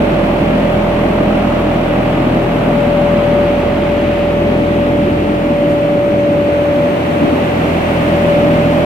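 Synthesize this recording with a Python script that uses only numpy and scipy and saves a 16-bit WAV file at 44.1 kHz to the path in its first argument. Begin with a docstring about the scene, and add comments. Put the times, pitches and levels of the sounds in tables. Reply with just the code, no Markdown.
"""A big six-blade exhaust fan in a hard-walled workshop, heard on a phone's two microphones,
15 cm apart, carried round it from the cone past the side to the intake at the back.
The blades throb 41 times a second and chop a rush of air, the drive sings one strong note,
and the motor hums and whines faintly. The tones form standing waves in the room, so they
swell and fade as the phone moves through them. A shoe scuffs once on the way."""
import sys
import numpy as np
from scipy import signal
from scipy.fft import rfft, irfft, next_fast_len
from scipy.io import wavfile
from scipy.ndimage import uniform_filter1d, minimum_filter1d, map_coordinates

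SR = 44100
rng = np.random.default_rng(int(sys.argv[2]) if len(sys.argv) > 2 else 0)


def output_pcm(signal):
    """Save a mono or channel-first signal as 16-bit PCM at the path in sys.argv[1].

    Samples are clipped to [-1, 1] before scaling.
    """
    pcm = np.clip(np.atleast_2d(signal).T, -1, 1) * 32767
    wavfile.write(sys.argv[1], SR, np.round(pcm).astype(np.int16))


N = 390285
T = np.arange(N) / SR
FFT_SIZE = 2 * next_fast_len(N // 2 + 1)
FREQS = np.fft.rfftfreq(FFT_SIZE, 1 / SR)
BLADE_HZ, BLADES = 41.33, 6
MIC_SPACING_M, SOUND_M_PER_S = 0.15, 343
SETS_OFF_S, HELD_PACE = 2.02, 0.29  # the phone moves at this share of walking pace until it sets off
EARS = np.array([[1], [-1]])  # left and right

# bearing of the fan, as the left microphone's lead: time_s, lead_ms
MIC_LEAD = [(0, -0.12), (3.5, -0.053), (4.2, -0.0071), (4.8, 0.35), (6.8, 0.48), (8.85, 0.35)]
# boom of the cone along the walk, loudest at the two openings: time_s, level_db
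CONE_LEVEL = [(0, -23), (2.4, -23.5), (3.3, -27.5), (4.6, -26), (5.6, -34.5), (6.9, -36), (7.3, -35),
              (7.8, -25.5), (8.5, -24), (8.85, -23.5)]


def undb(db):
    """Decibels to gain."""
    return np.exp(np.log(10) * np.asarray(db) / 20)


def curves(table):
    """The columns of a table, joined by straight lines in time."""
    times, *columns = np.transpose(table)
    return [np.interp(T, times, column) for column in columns]


def unit(x):
    """Scale to rms 1."""
    return x / np.sqrt(np.mean(x ** 2))


def bump(at_s, half_s):
    """A bell curve in time, of height 1."""
    return np.exp(-((T - at_s) / half_s) ** 2)


def wander(rate_hz):
    """A smooth random curve with a spread near 1 that changes about rate_hz times a second."""
    knots, coarse = rng.standard_normal(1024), T[::128]
    return np.interp(T, coarse, map_coordinates(knots, [coarse * rate_hz], order=3, mode="nearest"))


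def tone(turns):
    """A sine of rms 1 with a random starting phase."""
    return np.sqrt(2) * np.sin(2 * np.pi * (turns + rng.random()))


def coherence(hz):
    """Diffuse sound is alike at the two microphones only for long waves."""
    return np.sinc(2 * hz * MIC_SPACING_M / SOUND_M_PER_S)


def housing_shade_db():
    """The housing shades sound leaving the openings: 0 in front of the cone, lowest at the side."""
    cone_db, = curves(CONE_LEVEL)
    return cone_db - cone_db.max()


def turbulence(spectrum, direct):
    """Air noise: the direct share of its power reaches one microphone first, the rest is diffuse."""
    hz, db = np.transpose(spectrum)
    band_hz = FREQS[FREQS < 1.1 * hz[-1]]
    colour = undb(np.interp(np.log(band_hz + 1), np.log(hz), db))
    alike = coherence(band_hz)
    shares = np.sqrt([(1 + alike) / 2, (1 - alike) / 2, np.ones_like(alike)])
    white = rng.standard_normal(shares.shape) + 1j * rng.standard_normal(shares.shape)
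    mid, side, straight = irfft(white * colour * shares, FFT_SIZE)[:, :N]
    lead_s = curves(MIC_LEAD)[0] / 1000
    straight_pair = np.array([straight, np.interp(T - lead_s, T, straight)])
    return unit(np.sqrt(direct) * straight_pair + np.sqrt(1 - direct) * (mid + side * EARS))


def room_tone(hz, clock, echo, fade_rate):
    """A tone plus wall echoes that drift as the phone moves; high tones fade apart left and right."""
    phase = 2 * np.pi * (hz * clock + rng.random())
    walked_s = np.cumsum(np.where(T < SETS_OFF_S, HELD_PACE, 1)) / SR
    fades = [np.interp(walked_s, T, wander(fade_rate)) for _ in range(4)]
    cosine, sine, alike = np.cos(phase), np.sin(phase), coherence(hz)
    mid = np.sqrt(1 + alike) * (fades[0] * cosine + fades[1] * sine)
    side = np.sqrt(1 - alike) * (fades[2] * cosine + fades[3] * sine)
    return unit(cosine + echo / 2 * (mid + side * EARS))


def air_rush(clock):
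    """The cone booms; wakes roar, tips swish, struts hiss and wires sizzle, pulsing with each blade."""
    # spectra of blade wakes, blade tips, struts, guard wires and hollow cone: freq_hz, density_db
    wakes = [(20, -34.5), (35, -29.5), (62, -18), (85, -5.5), (115, -4), (170, -0.5), (235, 1), (340, 1),
             (440, -2.5), (520, -6.5), (750, -50)]
    tips = [(380, -36.5), (520, -0.5), (620, 0), (730, -1), (850, -4.5), (1000, -7.5), (1250, -9),
            (1550, -14.5), (2300, -49)]
    struts = [(1050, -20.5), (1550, -1), (1950, 1), (2600, -0.35), (3100, -4.5), (3700, -11.5),
              (4200, -14.5), (5000, -22), (6500, -35.5), (8000, -52)]
    wires = [(3500, -18), (5500, 2.5), (6800, -0.5), (8400, 0), (9000, -2), (9500, -3), (11000, -2.5),
             (12400, -1.2), (14000, -6), (15600, -7.5)]
    cone = [(120, -20.5), (175, -1), (220, -0.5), (255, 0), (300, -4.5), (380, -38.5)]
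    # relative levels along the walk, weakest beside the housing: time_s, swish_db, hiss_db, sizzle_db
    rush_levels = [(0.0, -25, -30.5, -53), (3.2, -25.5, -31, -53.0), (3.95, -28, -31.0, -54.0),
                   (6.2, -29, -33.5, -54.5), (7.95, -24.5, -28.5, -49.5), (8.85, -25.5, -29, -50)]
    # how hard the blades chop the air, least from the side: time_s, relative_depth
    chop = [(0, 0.37), (1.6, 0.47), (3.2, 0.2), (6.8, 0), (8.85, 0.1)]
    swish_db, hiss_db, sizzle_db = curves(rush_levels)
    blade_phase = 2 * np.pi * BLADE_HZ * clock
    gust = curves(chop)[0] * np.cos(blade_phase)
    roar = turbulence(wakes, direct=0.22) * undb(-17.5 + 0.041 * housing_shade_db() + 0.9 * wander(6))
    swish = turbulence(tips, direct=0.21) * undb(swish_db + 5.5 + 0.16 * wander(13))
    hiss = turbulence(struts, direct=0.21) * undb(hiss_db + 3.3 + 0.29 * wander(14))
    sizzle = turbulence(wires, direct=0.02) * undb(sizzle_db + 5.5 + 0.25 * wander(20))
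    boom = turbulence(cone, direct=0.26) * undb(curves(CONE_LEVEL)[0] + 2.55 * wander(8))
    # the guards are struck twice, by the front and the back edge of a blade
    edges = 1 + 0.19 * gust + 0.028 * np.cos(2 * blade_phase)
    return boom + roar * (1 + 0.15 * gust) + swish * (1 + 0.51 * gust) + (hiss + sizzle) * edges


def standing_wave(multiple):
    """Gain of one deep blade harmonic as the phone crosses its nodes and crests in the room."""
    # nodes (negative) and crests (positive): centre_s, blade_rate_multiple, half_length_s, gain_db
    crossings = [(.15, 3, .3, -12), (1.6, 4, 0.55, -3.5), (2.1, 3, .6, 3), (2.7, 2, 0.39, -13),
                 (2.9, 4, .4, 5), (3.95, 4, .22, -17), (4.0, 3, .3, -12), (4.5, 2, .5, 4),
                 (5.85, 2, 0.35, -11), (6.35, 4, .25, -7), (8.6, 4, .3, 4)]
    return undb(sum(db * bump(at_s, half_s) for at_s, k, half_s, db in crossings if k == multiple))


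def blade_throb(clock):
    """The blades' pressure pulse: a deep throb and its harmonics, each wavering a little."""
    # the throb, strong in front of the cone, cancelled in the plane of the blades: time_s, level_db
    throb_level = [(0.0, -26.5), (2.4, -27.5), (5.45, -32), (6.7, -44.5), (7.1, -55), (7.8, -37.5),
                   (8.85, -35.0)]
    # deep harmonics and weaker high ones: blade_rate_multiple, relative_db
    deep_harmonics = [(2, -28.5), (3, -28), (4, -25.5)]
    overtones = [(5, -27), (6, -28), (9, -43), (12, -43), (16, -44)]
    # lift of the deep harmonics behind the fan, at the open intake: time_s, gain_db
    intake_lift = [(6.8, 0.5), (8.2, 3)]
    lead_s = curves(MIC_LEAD)[0] / 1000
    # only part of the deep sound travels across the phone; the rest stands in the room
    passes = BLADE_HZ * (clock + 0.73 * EARS * lead_s / 2)
    harmonic = lambda k: tone(k * (passes + 0.0054 * wander(7.7)))
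    throb = undb(curves(throb_level)[0]) * harmonic(1)
    shade_db, intake_db = housing_shade_db(), curves(intake_lift)[0]
    for k, db in deep_harmonics:
        level_db = db + 0.08 * k * shade_db + intake_db + 0.8 * wander(2.22)  # short waves shaded more
        throb += undb(level_db) * standing_wave(k) * harmonic(k)
    upper = sum(undb(db) * room_tone(k * BLADE_HZ, clock, echo=0.56, fade_rate=2.57)
                for k, db in overtones)
    return throb + upper * undb(1.1 + 0.34 * shade_db)


def drive_note(clock, pitch_hz=578.9):
    """One strong note that flutters with each turn of the shaft and is roughened by the blades."""
    # the note along the walk: time_s, relative_db, left_minus_right_db
    note_levels = [(0.0, -18.5, -10), (1.95, -20.5, -5.5), (2.3, -22.5, 11.5), (2.65, -19, 0),
                   (2.8, -15.0, 8), (3.4, -13.0, 4.5), (3.75, -18.5, -8.0), (3.95, -16, 5), (4.3, -16, -3),
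                   (4.5, -17.5, 6), (5.0, -16, -2), (5.25, -21.5, 2), (5.6, -14.5, 0), (6.85, -14.0, 2),
                   (7.05, -21.5, -0.5), (7.2, -18, 13), (7.7, -23, -9.0), (7.95, -20, -1), (8.3, -13, 4),
                   (8.85, -17, -5)]
    # relative levels of its sidebands, one blade rate either side: time_s, lower_db, upper_db
    sideband_levels = [(0.0, -33.0, -28), (2.7, -33.0, -28), (3.0, -35, -42), (3.85, -42, -29),
                       (4.95, -35, -41), (6.05, -37.0, -32), (7.65, -25.5, -37), (8.85, -34, -23.5)]
    db, pan_db = curves(note_levels)
    # near a node of the standing wave the microphones hear it out of step, and the flutter stands out
    node = np.clip((-12 - db) / 7, 0, 1.1)
    shaft_phase = 2 * np.pi * BLADE_HZ / BLADES * clock
    flutter_db = (0.21 + 0.44 * node) * np.sin(shaft_phase + EARS) + 0.13 * wander(14)
    balance = undb(EARS * pan_db / 2)
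    balance /= np.sqrt(np.mean(balance ** 2, axis=0))
    note = undb(db + 0.03 - 0.4 * node + flutter_db) * balance * np.exp(0.65j * node * EARS)
    lower_db, upper_db = curves(sideband_levels)
    lower_phase = 1.3 * wander(1.824) + 0.92 * wander(0.93) * EARS - BLADES * shaft_phase
    upper_phase = 1.1 * wander(1.82) + 0.22 * wander(0.59) * EARS + BLADES * shaft_phase
    # the blades shake the note's phase more than its level, hence the opposite signs
    sidebands = undb(lower_db) * np.exp(1j * lower_phase) - undb(upper_db + 1.4) * np.exp(1j * upper_phase)
    turns = pitch_hz * clock + 0.12 * wander(1.313)  # the path length shifts as the phone moves
    return np.sqrt(2) * np.real((note + sidebands) * np.exp(2j * np.pi * turns))


def motor(clock, mains_hz=50, whine_hz=5854):
    """Magnetic hum at six times the mains rate, lesser tones and the controller's switching whine."""
    # the hum along the walk: time_s, relative_db
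    hum_level = [(0, -29), (2.4, -26), (2.75, -40), (4.0, -38), (4.7, -23), (5.45, -18.5), (7.0, -25),
                 (8.85, -25.5)]
    # lesser motor tones: pitch_hz, level_db
    lesser_tones = [(329, -36.5), (879, -40), (1157.8, -47.5), (1457.8, -50.5)]
    # the whine's main line, clearest in front of the cone: time_s, level_db
    whine_level = [(0, -65), (1.6, -59), (2.1, -71), (5, -70), (8.85, -62)]
    # its other lines: pitch_hz, relative_db
    whine_lines = [(5580, -76.5), (6158.5, -62.5), (6463, -76.5)]
    hum = undb(curves(hum_level)[0] - 1.1) * tone(6 * mains_hz * T)
    lesser = sum(undb(db) * room_tone(hz, clock, echo=0.71, fade_rate=2.515) for hz, db in lesser_tones)
    whine = undb(curves(whine_level)[0]) * room_tone(whine_hz, T, echo=0.45, fade_rate=7)
    sidebands = sum(undb(db) * room_tone(hz, T, echo=2.2, fade_rate=9) for hz, db in whine_lines)
    nearer_db = np.interp(T, [SETS_OFF_S, 3.3], [-8, -0.8])  # the phone nears the speed controller
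    return hum + lesser + whine + sidebands * undb(nearer_db)


def draught_buffets():
    """Now and then a draught buffets the phone for a moment."""
    # spectrum of the buffets: freq_hz, density_db
    spectrum = [(110, -19), (170, -3.5), (250, 1), (330, 1.5), (390, -19), (520, -26)]
    # brief buffets of a draught brushing the phone: centre_s, half_length_s, level_db
    buffets = [(.39, 0.034, -19), (1.06, 0.02, -13), (1.21, 0.018, -14), (2.0, 0.028, -17),
               (7.24, 0.045, -13), (7.34, 0.057, -18.5), (8.46, 0.062, -15)]
    envelope = sum(undb(db) * bump(at_s, half_s) for at_s, half_s, db in buffets)
    return envelope * turbulence(spectrum, direct=0.69)


def shoe_scuff():
    """A sole brushes the floor once, faint against the rush."""
    # the brush of the sole: centre_s, half_length_s, level_db
    brush = (5.715, .04, -49)
    at_s, half_s, db = brush
    band = signal.butter(2, [5000, 13000], "bandpass", fs=SR, output="sos")
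    grit = signal.sosfilt(band, rng.standard_normal((2, N)))
    return undb(db) * unit(grit) * bump(at_s, half_s)


def scene():
    """The fan and the walk round it; the turning parts follow one shaft whose speed wanders slightly."""
    clock = np.cumsum(1 + 0.00048 * wander(1.536)) / SR
    fan = air_rush(clock) + draught_buffets() + blade_throb(clock) + drive_note(clock) + motor(clock)
    return fan + shoe_scuff()


def record(dry):
    """The phone hears a little more on the right, smoothly limits the tallest peaks and cuts the top."""
    balance_db, ceiling, window_samples, cutoff_hz = -0.1, 0.98, 256, 15700
    heard = dry * undb(EARS * balance_db / 2)
    allowed = ceiling / np.maximum(np.abs(heard).max(axis=0), ceiling)
    held = minimum_filter1d(allowed, 2 * window_samples + 1)
    gain = uniform_filter1d(uniform_filter1d(held, window_samples), window_samples)
    lowpass = 1 / (1 + (FREQS / cutoff_hz) ** 400)
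    end_fades = np.sin(np.pi / 2 * np.clip(np.minimum(T, T[-1] - T) / 0.003, 0, 1)) ** 2
    return irfft(rfft(heard * gain * end_fades, FFT_SIZE) * lowpass, FFT_SIZE)[:, :N]


dry = scene()
out = record(dry)
output_pcm(out)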